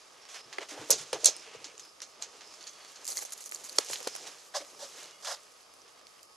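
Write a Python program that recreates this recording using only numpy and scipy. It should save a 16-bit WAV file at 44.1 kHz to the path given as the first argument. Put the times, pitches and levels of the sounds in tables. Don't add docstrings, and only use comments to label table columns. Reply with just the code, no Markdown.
import sys
import numpy as np
from scipy import signal
from scipy.fft import rfft, irfft, next_fast_len
from scipy.io import wavfile

SR = 44100
rng = np.random.default_rng(int(sys.argv[2]) if len(sys.argv) > 2 else 0)


def volts_from_db(level):
    exponent = np.asarray(level, float) / 20
    return 10 ** exponent


def persist_wave(psi):
    counts = np.round(np.clip(psi, -1, 1) * 32767).astype(np.int16)
    wavfile.write(sys.argv[1], SR, np.atleast_2d(counts).T)


N = 280476

# time in seconds, effort in dB, nearness to the microphone 0-1.
RUB = [(0, -64.5, 0.37), (.6, -60, 0.3), (0.831, -56.5, 0.74), (.97, -44.5, 0), (1.13, -57, 0),
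       (1.24, -49, 0), (1.47, -55.5, 0), (2.02, -69, 0.46), (2.27, -59, 0.1), (2.8, -58.5, 0.57),
       (3.12, -57, 0.84), (3.5, -60.5, 0.9), (3.93, -48, 1), (4.289, -52, 0.68), (4.5, -66.5, 0.8),
       (5.01, -51.5, 0.73), (5.12, -61.5, 0.58), (6.36, -74.5, 0.7)]
# dB at mean effort, share of the effort's swing.
RUB_ZONES = [(-61.5, 0.5), (-58.5, 0.46), (-58.5, 1.0), (-76, 0.27)]
MEAN_EFFORT_DB = -58
NEAR_TOP_DB = 17
ZONES_HZ = [60, 900, 3000, 8000, 17000]
# frequency in Hz, level in dB per Hz.
CLOTH = [(35, -55), (60, -24.5), (148, -18), (207, -14), (445, -1.5), (913, -11), (2350, -11.5), (3520, -9),
         (4320, -9.5), (4940, -4.5), (6330, -1.5), (9070, -9), (11900, -12), (13000, -33.5)]

# frequency in Hz, level in dB per Hz.
ROOM = [(18, -56), (30, -11), (202, -9.5), (443, -17), (632, -3), (1050, -1.5), (1220, 2.5), (1580, -25),
        (4040, -36.5), (4470, -37), (4830, -7), (5210, 0.5), (7070, -42.5), (10300, -32), (13000, -33.5)]
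# frequency in Hz, level in dB per Hz.
ROOM_SIDE = [(18, -61), (30, -13.5), (344, -3), (491, 2), (3940, -8), (6070, -15), (9110, -7), (11700, -27),
             (13000, -9.5)]
ROOM_DB, ROOM_SIDE_DB = -64, -62.5
# pitch in Hz, width in Hz, level in dB.
HUM = [(610, 59, -76.5), (1145, 94, -71), (4550, 150, -71)]
# multiple of its pitch, rms level in dB.
WHINE = [(1, -72.5), (3, -83.5), (4, -72), (5, -77.5), (8, -81)]
WHINE_HZ = 1263.7

# start in seconds, length in seconds, pitch in Hz, width in Hz, level in dB.
BREATHS = [
    (0.2, 0.075, 5500, 550, -61),
    (0.33, 0.14, 5200, 400, -58),
    (1.27, 0.17, 5170, 450, -55),
    (1.8, 0.115, 5140, 500, -57),
    (2.39, 0.17, 5170, 500, -58),
    (3.98, 0.24, 5130, 760, -53),
    (1.25, 0.5, 2460, 1200, -60),
]

# start in seconds, length in seconds, peak in dB, weight in dB added to the low zones.
PAW_SLIDES = [
    (.285, 0.086, -51, -1.5),
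    (.34, 0.075, -51, 5),
    (.605, 0.058, -56, 6),
    (.685, 0.066, -47, -1.5),
    (.98, 0.063, -43.5, -4.5),
    (3.795, 0.047, -48.5, 5),
    (3.88, 0.1, -50.5, -3),
    (4.26, 0.038, -45, -2.5),
]
SCUFFS = [
    (.42, 0.24, -58.5, 0),
    (.6, 0.038, -47.5, 0),
    (.71, 0.12, -50, 0),
    (.77, 0.1, -54, 0),
    (3.205, 0.033, -60, 0),
    (4.54, 0.094, -55, 0),
]
DRAGS = [
    (.8995, .004, -42, -2),
    (1.241, 0.0054, -31, -10),
    (1.2535, 0.0059, -22, -14),
    (2.212, .012, -49.5, 6),
    (2.663, 0.01, -48, 2),
    (5.243, .006, -46, 0),
]
RUSTLES = [(3.075, 0.072, -45.5, 0.11), (3.15, 0.053, -45, 0), (3.205, 0.039, -46.5, 0),
           (3.32, 0.02, -45, 0), (3.37, 0.025, -58, 0), (3.4, 0.036, -53.5, 0), (3.45, 0.034, -52, 1),
           (3.51, 0.059, -51.5, 0), (3.635, 0.045, -52, 0.024), (3.685, 0.018, -50, 0),
           (3.89, 0.059, -50.5, 0), (3.715, 0.022, -62, 0), (3.755, 0.021, -55, 0)]
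SNUFFLES = [
    (4.538, 0.038, -48.5, 13),
    (4.545, 0.062, -38.5, -0.5),
    (4.6, 0.038, -53, 6),
    (4.79, 0.091, -45, -1),
]
SNORTS = [
    (5.222, 0.028, -53, -4.5),
    (5.245, 0.044, -47.5, 1),
    (5.27, .082, -44.5, 2),
    (5.34, .035, -57.5, -1),
]
# share before the peak, start dB, end dB
PAW_COLOUR, PAW_SHAPE = (-14.5, -0.5, -0.5, -15), (0.36, -2.2, -8.5)
SCUFF_COLOUR, SCUFF_SHAPE = (0, 0.5, -21, -29), (0.66, -11.5, -7)
DRAG_COLOUR, DRAG_SHAPE = (-25.5, -8.5, -0.5, -8), (0.98, -7.5, 0)
RUSTLE_COLOUR, RUSTLE_SHAPE = (-13, -9, -3.5, 2.5), (0.56, -2.5, -5.5)
SNUFFLE_COLOUR, SNUFFLE_SHAPE = (-2.5, -10, 0.5, -13), (0.41, -9, -15.5)
SNORT_COLOUR, SNORT_SHAPE = (-6, -4, 1.5, -7), (0.63, -2.6, -11)
STROKE_EDGE_S = 0.0028
# pitch in Hz, level in dB.
WEBBING = [(4100, -2.5), (5500, -2.5), (7000, 5), (8800, -20), (12000, -5)]
THREAD_WIDTH_HZ, THREADS_PER_S, THREADS_DB = 310, 920, 3
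# pitch in Hz, width in Hz, level in dB.
SNOUT = [(578, 57, 13), (704, 78, 3.5), (1040, 690, 1.5), (1650, 570, -0.5), (3500, 670, -3.5),
         (4820, 510, -2.5), (5970, 1900, -38)]
NOSE_LOW_HZ, NOSE_GAP_HZ, NOSE_GAP_WIDTH_HZ, NOSE_GAP_SHARE = 550, 2400, 900, .7

# start in seconds, peak in dB.
BOOMS = [
    (0.454, -64),
    (0.781, -51),
    (0.898, -50),
    (0.999, -57.5),
    (1.129, -52.5),
    (1.248, -58.5),
    (1.558, -58),
    (3.901, -58.5),
]
BOOM_HZ, BOOM_T60_S = 147, 0.24

# start in seconds, peak in dB, middle and top in dB
# relative to that, ring in Hz.
TICKS = [(0.5269, -33, 5, -7, 2090), (0.8876, -38, -21, 8, 6540), (0.9038, -11, -21, 12, 6500),
         (0.909, -19, -11, -32, 6550), (0.928, -11.5, -27, -32, 6300), (1.1306, -20, -5, -14, 5240),
         (1.254, -14, -16, -3, 6170), (1.2599, -5, -31, -6, 6150), (1.643, -22.5, -12, -46, 5040),
         (1.7947, -26.5, -15.5, -10, 7150), (2.0175, -21.5, -13, -10.5, 5700),
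         (2.2222, -17.5, -13, -14.5, 7400), (2.408, -35, 0.5, -29, 5900), (2.608, -33, -4, -26, 4450),
         (2.6698, -24.5, -12.5, -30, 4530), (2.958, -30, -8.5, -30, 5900), (3.25, -30, -9, 6.5, 6100),
         (1.226, -36, -12.5, -8.5, 6500), (3.931, -23, -9, 1.5, 4270), (5.2479, -25, -2, -4, 4940)]
SNAPS = [(.9048, -6, -28, 8, 10100), (0.9063, -13, -25, -10, 5900), (0.9095, -19, -29, 3, 6550),
         (0.9123, -13, -28, -20, 5490), (0.916, -17, -19, -20, 6040), (1.129, -18, -4.5, -1, 8800),
         (1.2446, -1, -27.5, -4, 6600), (1.2569, 3, -29, -8, 8800), (.846, -33, -25, -10, 6500),
         (.7045, -30, -22, -20, 5900), (.63, -36, -10, -5, 7800), (1.2675, -12, -25, -15, 6200),
         (1.2762, -12.5, -19, -20, 4380), (3.932, -20, -3.5, 4, 4280), (3.957, -19.5, -11, -20, 3240),
         (4.075, -37, -8, -2, 6800), (4.0743, -21.5, -4, -20, 1050), (4.0775, -30, -17, -20, 3940),
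         (3.9005, -39, 1, -15, 1000), (5.041, -31, -19, -20, 4330), (0.585, -33.5, 11, -30, 4000),
         (1.3646, -25.5, -20, -6, 8640), (1.475, -44, 13, -28, 6530), (1.7784, -27, -17, -15, 7040),
         (1.8502, -40.5, 2.5, 11.5, 5270), (2.0027, -30, -1.5, -25, 5400), (2.6268, -30, -22, -30, 6500),
         (2.879, -48, -10, 12, 11600), (2.92, -45, -12, 12, 11400), (3.784, -13, -13, 8.5, 5740),
         (4.0728, -15, -12, 3.5, 4370), (4.1616, -29, 0.5, 11, 5340), (5.0308, -35, -7, 12, 6760),
         (5.109, -36, -20, -32, 5200), (5.1088, -35, -21, -30, 3580), (5.8172, -34.5, -26, -22, 5850),
         (5.879, -38.5, -24, -16, 5030), (6.0683, -33, -7, -26, 4550), (6.192, -42.5, 3, -22, 5200),
         (6.23, -38.5, -25, 12, 4900)]
# start in seconds, peak in dB.
CRACKLES = [(3.0444, -28), (3.052, -25), (3.0661, -24.5), (3.077, -15.5), (3.082, -29), (3.085, -25),
            (3.102, -22), (3.127, -29), (3.147, -29), (3.1704, -15.5), (3.177, -30), (3.1823, -24),
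            (3.188, -25), (3.2625, -40), (3.275, -40), (3.3055, -32), (3.3213, -23), (3.333, -28),
            (3.377, -29), (3.4057, -28), (3.4395, -28.5), (3.459, -28), (3.492, -30), (3.513, -25),
            (3.55, -37), (3.558, -33), (3.575, -38), (3.719, -36), (3.641, -28), (3.658, -37), (3.688, -38),
            (3.696, -31), (3.727, -36), (3.7595, -28), (3.8015, -32), (3.846, -27), (3.8633, -33),
            (3.896, -29), (3.911, -27), (3.972, -29), (3.985, -31), (4.003, -32), (4.016, -40),
            (4.028, -26.5), (4.152, -29)]
CRACKLE_MIDDLE_DB, CRACKLE_TOP_DB, CRACKLE_HZ, CRACKLE_SPREAD = -22, 7, 7080, 0.057
TICK_SCATTER_DB, SNAP_SCATTER_DB, CRACKLE_SCATTER_DB = -4.5, -17.5, -16.5
SCATTER_HOLD_S = 0.0081
# pitch in Hz, width in Hz, level in dB.
SCATTER_RINGS = [(6390, 1100, 0.5), (4250, 700, -3)]

# start in seconds, peak in dB, pitch in Hz,
# time to fall 60 dB in seconds.
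THUMPS = [(0.581, -40.5, 400, 0.095), (0.715, -50, 289, 0.38), (.74, -49.5, 405, 0.11),
          (0.772, -46, 609, 0.097), (0.809, -43.5, 299, 0.21), (0.8966, -25, 494, 0.045),
          (.905, -27.5, 544, 0.033), (0.913, -34, 640, 0.051), (0.924, -31, 438, 0.073),
          (.955, -46, 420, 0.066), (1.1295, -20, 500, 0.029), (1.142, -34, 410, 0.062),
          (1.152, -37.5, 360, 0.052), (1.158, -38, 676, 0.049), (1.174, -47, 460, 0.13),
          (1.23, -43, 483, 0.14), (1.251, -39.5, 622, 0.19), (1.281, -33.5, 416, 0.043),
          (1.478, -46, 450, 0.046), (1.545, -36, 425, 0.03), (1.655, -52.5, 298, .06),
          (1.664, -55, 450, 0.1), (1.736, -56.5, 454, 0.14), (1.865, -56, 324, 0.076),
          (2.019, -56.5, 524, 0.084), (2.2, -55, 704, 0.16), (3.786, -19, 451, 0.021),
          (3.8993, -20, 525, 0.011), (4.064, -36.5, 720, 0.039), (4.0705, -14.5, 496, 0.014),
          (3.945, -46, 500, .05), (4.005, -46, 480, 0.071), (4.6, -50.5, 300, 0.14)]

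# time in seconds, peak in dB.
BUCKLE_TAPS = [
    (.5838, -25.5),
    (3.1712, -33),
    (3.1838, -41),
    (3.1895, -38),
]
# pitch in Hz, level in dB, time to fall 60 dB in seconds.
BUCKLE = [(2066, 2.5, 0.014), (3330, -12.5, 0.03), (4740, -8, 0.008)]

# time in seconds, peak in dB.
GRIP = [(0.5857, -29.5), (1.29, -40), (1.5487, -43.5), (3.0916, -36), (3.1024, -42), (3.128, -35),
        (3.1625, -40), (3.1888, -37), (3.2247, -37), (3.2514, -36.5), (3.3218, -46), (3.4114, -44),
        (3.522, -36.5), (3.637, -44), (3.6541, -47), (3.6886, -42), (3.76, -42), (3.785, -14.5),
        (3.8865, -42), (3.9143, -40.5), (3.934, -34), (4.004, -38.5), (4.03, -43), (4.0722, -27.5),
        (4.1524, -36)]
# pitch in Hz, level in dB, time to fall 60 dB in seconds.
HOUSING = [(545, -1, 0.013), (744, -3, 0.01), (1090, -5, 0.0053), (2070, -0.5, 0.0033)]

# start in seconds, peak in dB, pitch in Hz,
# time to fall 60 dB in seconds.
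PINGS = [(.9072, -14, 6500, 0.0074), (.9105, -9, 6700, .005), (.9106, -20, 11000, .005),
         (.9128, -12, 5200, 0.01), (.925, -15, 6500, 0.016), (.9305, -20, 5300, .012),
         (1.2476, -8, 6000, .005), (1.246, -18, 4600, .012), (1.2452, -18, 8800, .006),
         (1.258, -8, 6000, .004), (1.2578, 1.5, 7580, 0.0065), (1.26, -16, 4150, 0.01),
         (1.2603, -8, 6300, .012), (1.2638, -14, 6100, .012), (1.2743, -19, 4400, .02),
         (1.2915, -24, 6300, .015), (2.2218, -32.5, 4100, 0.013), (2.2242, -25, 6500, 0.0093),
         (2.238, -36, 5870, .015), (2.245, -39, 6500, .015), (2.6272, -40, 4900, .008),
         (2.6397, -39, 4700, 0.013), (2.669, -38, 6800, .03), (2.676, -41, 4300, 0.013),
         (2.6935, -35, 6200, 0.013), (3.901, -36, 900, .01), (4.5675, -29, 5300, 0.016),
         (4.61, -38, 2300, .01), (4.0694, -30, 290, .03), (4.0707, -30, 960, 0.017),
         (5.258, -38, 3500, .03), (5.247, -37, 1200, .012), (5.2475, -34, 6200, .012),
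         (5.2545, -40, 4950, .025), (5.2555, -34, 6300, .012), (5.328, -32, 4860, .012),
         (5.382, -48, 5800, .006), (5.3885, -44, 5200, .006)]
PING_RISE_S = .0003

# start in seconds, length in seconds, pitch in Hz, rms level in dB.
WHISTLES = [
    (2.575, .37, 4457, -63),
    (2.6, .3, 3343, -67),
    (5.0, .23, 2900, -68),
    (4.9, .33, 2130, -69),
    (5.04, .18, 3320, -70),
    (5.07, .15, 4500, -71),
    (1.32, .3, 2850, -68),
    (1.4, .35, 2200, -70),
    (2.3, .15, 2800, -69),
]

# time in seconds, peak in dB.
CATCH = [
    (3.7825, -41),
    (3.7838, -22),
    (3.7846, -35),
    (3.7859, -3.5),
    (3.7868, -12.5),
]
# pitch in Hz, level in dB, time to fall 60 dB in seconds.
SHELL = [(1290, -22, 0.0092), (2040, -24.5, 0.017), (4550, -16, 0.012), (5350, -2.5, 0.0058),
         (6670, -10, 0.006), (7600, -10, 0.006)]

# pitch in Hz, width in Hz, level in dB.
CAVITY = [(4220, 500, -7), (5160, 130, -16.5), (6500, 900, -23.5)]
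# frequency in Hz, level in dB.
PORT_SIDE = [(300, -60.5), (2000, -33), (4000, -15), (6000, -13.5), (8000, -6), (9500, 4.5), (11000, -2),
             (12500, -1)]
# frequency in Hz, half turns.
PORT_TURN = [(4000, 1), (7500, .85), (9000, .55), (12500, .3)]
MIC_LOW_HZ, MIC_TOP_HZ = 297, 12450


def rms_one(x):
    return x / np.sqrt(np.mean(x ** 2) + 1e-20)


def at_hz(points, hz):
    p = np.array(points, float)
    return np.interp(np.log(hz + 1), np.log(p[:, 0] + 1), p[:, 1])


def shaped(x, gain):
    size = next_fast_len(N + 4096)
    return irfft(rfft(x, size) * gain(np.arange(size // 2 + 1) * SR / size), size)[..., :N]


def high_pass(x, hz):
    return signal.sosfilt(signal.butter(4, hz, "high", fs=SR, output="sos"), x)


def resonance(x, hz, width):
    r = np.exp(-np.pi * width / SR)
    feedback = [1, -2 * r * np.cos(2 * np.pi * hz / SR), r * r]
    return signal.lfilter([(1 - r * r) / 2, 0, (r * r - 1) / 2], feedback, x)


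def peaks(x, modes, flat_db):
    return volts_from_db(flat_db) * x + sum(volts_from_db(db) * resonance(x, hz, width) for hz, width, db in modes)


def drift(rate):
    r = np.exp(-80 * np.pi * rate / SR)
    slow = signal.lfilter([1], [1, -2 * r, r * r], rng.standard_normal(N // 40 + 2002))[2000:]
    return np.interp(np.arange(N) / 40, np.arange(len(slow)), rms_one(slow))


def fibres(per_s, spread_db, hiss):
    sizes = volts_from_db(spread_db * np.minimum(rng.exponential(1, N), 4)) * rng.standard_normal(N)
    grains = rms_one(sizes * (rng.random(N) < per_s / SR))
    return rms_one(grains + hiss * rng.standard_normal(N))


def cloth_colour(body, middle, scratch, top):
    out, hz = 0, np.linspace(0, SR / 2, 2000)
    for x, low, high in zip((body, middle, scratch, top), ZONES_HZ, ZONES_HZ[1:]):
        def zone(f):
            edges = np.sqrt((1 + (low / (f + 1)) ** 8) * (1 + (f / high) ** 8))
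            return volts_from_db(at_hz(CLOTH, np.minimum(f, 11900))) / edges
        if x.any():
            out = out + shaped(x, zone) / np.sqrt(np.mean(zone(hz) ** 2))
    return out


def strokes(rows, colour, shape):
    light, heavy = np.zeros((2, N))
    rise, start_db, end_db = shape
    for s, length, peak_db, weight_db in rows:
        t = np.arange(round(length * SR)) / SR
        bend_db = np.interp(t / length, [0, np.clip(rise, .05, .95), 1], [start_db, 0, end_db])
        swell = volts_from_db(peak_db + bend_db) * np.clip(np.minimum(t, length - t) / STROKE_EDGE_S, 0, 1)
        at = slice(round(s * SR), round(s * SR) + len(t))
        light[at] += swell
        heavy[at] += swell * volts_from_db(weight_db)
    return np.array([heavy, heavy, light, light]) * volts_from_db(np.array(colour))[:, None]


def struck(rows, modes, spread_db):
    rows, out = np.array(rows), np.zeros(N)
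    chance = rng.normal(0, spread_db, (len(rows), len(modes)))
    for k, (hz, level_db, t60) in enumerate(modes):
        clicks = np.full(N, 1e-18)
        clicks[(rows[:, 0] * SR).astype(int)] = volts_from_db(rows[:, 1] + level_db + chance[:, k])
        r, w = volts_from_db(-60 / (t60 * SR)), 2 * np.pi * hz / SR
        out += signal.lfilter([0, np.sin(w)], [1, -2 * r * np.cos(w), r * r], clicks)
    return out


def rubbing():
    s, effort, near = np.transpose(RUB)
    t = np.arange(N) / SR
    grain, shared = fibres(per_s=1500, spread_db=4.0, hiss=2.0), drift(60)
    swing = np.interp(t, s, effort) - MEAN_EFFORT_DB
    zones = [grain * volts_from_db(db + share * swing + 0.13 * shared + 1.8 * drift(11.0)) for db, share in RUB_ZONES]
    zones[-1] *= volts_from_db(NEAR_TOP_DB * np.interp(t, s, near))
    return cloth_colour(*zones)


def room_tone():
    noise = shaped(rng.standard_normal(N), lambda f: volts_from_db(at_hz(ROOM, np.minimum(f, 11000))))
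    out = volts_from_db(ROOM_DB - 2.5) * rms_one(noise)
    air = rng.standard_normal(N)
    for hz, width, level_db in HUM:
        out += volts_from_db(level_db) * rms_one(resonance(resonance(air, hz, width), hz, width))
    turns = np.cumsum(WHINE_HZ * (1 + 0.00042 * drift(4.4))) / SR
    for multiple, level_db in WHINE:
        out += volts_from_db(level_db + 3.0 + 1.0 * drift(4.5)) * np.sin(2 * np.pi * round(multiple) * turns)
    return out


def panting():
    out, air = np.zeros(N), rng.standard_normal(N) * volts_from_db(1.2 * drift(25))
    for s, length, hz, width, level_db in BREATHS:
        t = np.arange(round(length * SR)) / SR
        at = slice(round(s * SR), round(s * SR) + len(t))
        swell = np.clip(np.minimum(t / .3, (length - t) / 0.089) / length, 0, 1)
        out[at] += volts_from_db(level_db) * swell * rms_one(resonance(resonance(air[at], hz, width), hz, width))
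    return out


def threads(envelope):
    grain = envelope * fibres(per_s=THREADS_PER_S, spread_db=3.0, hiss=0.52)
    dealt, out = rng.integers(0, 12, N), 0
    for k, hz in enumerate(np.geomspace(WEBBING[0][0], WEBBING[-1][0], 12)):
        plucks = grain * (dealt == k) + 1e-18
        out = out + volts_from_db(at_hz(WEBBING, hz)) * resonance(plucks, hz, THREAD_WIDTH_HZ)
    return 15.0 * out


def slides(grain):
    rustle = strokes(RUSTLES, RUSTLE_COLOUR, RUSTLE_SHAPE)
    zones = strokes(PAW_SLIDES, PAW_COLOUR, PAW_SHAPE)
    zones += strokes(DRAGS, DRAG_COLOUR, DRAG_SHAPE)
    zones += strokes(SCUFFS, SCUFF_COLOUR, SCUFF_SHAPE)
    zones += rustle * volts_from_db(np.array([[0], [0], [-5], [0]]))
    return cloth_colour(*grain * zones) + volts_from_db(THREADS_DB) * high_pass(threads(rustle[2]), 3500)


def booms():
    out, t = np.zeros(N), np.arange(SR // 2) / SR
    rumble = rms_one(resonance(rng.standard_normal(N), 112, 70))
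    for s, peak_db in BOOMS:
        at = slice(round(s * SR), round(s * SR) + len(t))
        fade = volts_from_db(peak_db - 60 * t / BOOM_T60_S) * (1 - np.exp(-t / 0.012))
        out[at] += fade * (np.sin(2 * np.pi * BOOM_HZ * t) + 0.73 * rumble[at])
    return out


def ticks():
    zones, rings, t = np.zeros((4, N)), np.zeros(N), np.arange(SR // 5) / SR
    grain = rms_one(peaks(fibres(per_s=2500, spread_db=-3.0, hiss=1.4), SCATTER_RINGS, flat_db=0.5))
    crackle = rng.choice([-1, 1], N) * rng.uniform(0.091, 1.2, N)
    onset, crack, ring = 1 - np.exp(-t / .0001), volts_from_db(-60 * t / .007), volts_from_db(-60 * t / .009)
    tails = [volts_from_db(-60 * np.maximum(t - SCATTER_HOLD_S, 0) / t60) for t60 in (.15, .13, .045)]
    contacts = [(*row, TICK_SCATTER_DB) for row in TICKS] + [(*row, SNAP_SCATTER_DB) for row in SNAPS]
    for s, db in CRACKLES:
        hz = CRACKLE_HZ * rng.normal(1, CRACKLE_SPREAD)
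        contacts.append((s, db, CRACKLE_MIDDLE_DB, CRACKLE_TOP_DB, hz, CRACKLE_SCATTER_DB))
    for s, peak_db, middle_db, top_db, hz, scatter_db in contacts:
        start = round((s + .0007) * SR)
        at = slice(start, min(N, start + len(t)))
        n = at.stop - at.start
        rings[at] += volts_from_db(peak_db - 8.5) * (onset * ring * np.sin(2 * np.pi * hz * t))[:n]
        for k, rel_db in enumerate((middle_db + 8.0, 0, top_db - 0.5)):
            scatter = volts_from_db(scatter_db - 8.5) * grain[at] * tails[k][:n]
            zones[k + 1, at] += volts_from_db(peak_db - 11.5 + rel_db) * onset[:n] * (crackle[at] * crack[:n] + scatter)
    return cloth_colour(*zones) + rings


def thumps():
    out, t, rumble = np.zeros(N), np.arange(SR // 4) / SR, rng.standard_normal(N)
    for s, peak_db, hz, t60 in THUMPS:
        at = slice(round(s * SR), round(s * SR) + len(t))
        fade = volts_from_db(-60 * t / max(t60, .01)) * (1 - np.exp(-t / .002)) ** 2
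        around = 0.9 * rms_one(resonance(rumble[at], hz, 190))
        out[at] += volts_from_db(peak_db + 3.5) * fade * (1.27 * np.sin(2 * np.pi * hz * t) + around)
    return out


def buckle():
    return struck(BUCKLE_TAPS, BUCKLE, spread_db=0.0)


def grip():
    return high_pass(struck(GRIP, HOUSING, spread_db=6.0), 583)


def pings():
    out, t = np.zeros(N), np.arange(SR // 20) / SR
    for s, peak_db, hz, t60 in PINGS:
        at = slice(round(s * SR), round(s * SR) + len(t))
        fade = volts_from_db(peak_db + 2 - 60 * t / max(t60, .003)) * (1 - np.exp(-t / PING_RISE_S)) ** 2
        out[at] += fade * np.sin(2 * np.pi * hz * t)
    return out


def whistling():
    out, air = np.zeros(N), rng.standard_normal(N)
    for s, length, hz, level_db in WHISTLES:
        t = np.arange(round(length * SR)) / SR
        at = slice(round(s * SR), round(s * SR) + len(t))
        swell = np.clip(np.minimum(t, length - t) / .05, 0, 1)
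        out[at] += volts_from_db(level_db) * swell * rms_one(resonance(resonance(air[at], hz, 50), hz, 50))
    return out


def claw_catch():
    return struck(CATCH, SHELL, spread_db=2.0)


def sniffing(grain):
    zones = strokes(SNUFFLES, SNUFFLE_COLOUR, SNUFFLE_SHAPE) + strokes(SNORTS, SNORT_COLOUR, SNORT_SHAPE)
    air = cloth_colour(*grain * zones)
    air = air - NOSE_GAP_SHARE * resonance(air, NOSE_GAP_HZ, NOSE_GAP_WIDTH_HZ)
    return high_pass(high_pass(peaks(air, SNOUT, flat_db=-0.5), NOSE_LOW_HZ), NOSE_LOW_HZ)


def scene():
    grain = volts_from_db(0.5 * drift(70)) * fibres(per_s=1800, spread_db=-4.5, hiss=2.2)
    contacts = slides(grain) + ticks() + thumps() + buckle() + pings() + claw_catch() + sniffing(grain)
    close = rubbing() + high_pass(contacts, MIC_LOW_HZ)
    airborne = peaks(close, CAVITY, flat_db=-2.0) + room_tone() + panting() + booms()
    taps = grip()

    def port_gain(f):
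        return volts_from_db(at_hz(PORT_SIDE, f)) * np.exp(1j * np.pi * at_hz(PORT_TURN, f))
    apart = shaped(airborne, port_gain)
    apart *= 1 + 0.91 * drift(250)
    hiss = shaped(rng.standard_normal(N), lambda f: volts_from_db(at_hz(ROOM_SIDE, f)))
    mid = airborne + whistling() - volts_from_db(-15) * taps
    side = apart + volts_from_db(ROOM_SIDE_DB) * rms_one(hiss) + taps
    return np.array([mid + side, mid - side])


def band_limit(x):
    return signal.sosfilt(signal.butter(12, 13620, fs=SR, output="sos"), x)


def record(dry):
    top_cut = signal.ellip(8, .5, 40, MIC_TOP_HZ, fs=SR, output="sos")
    cut = signal.sosfilt(top_cut, np.clip(dry, -1.05, 1.05))
    return band_limit(np.clip(cut, -1, 1))


dry = scene()
out = record(dry)
persist_wave(out)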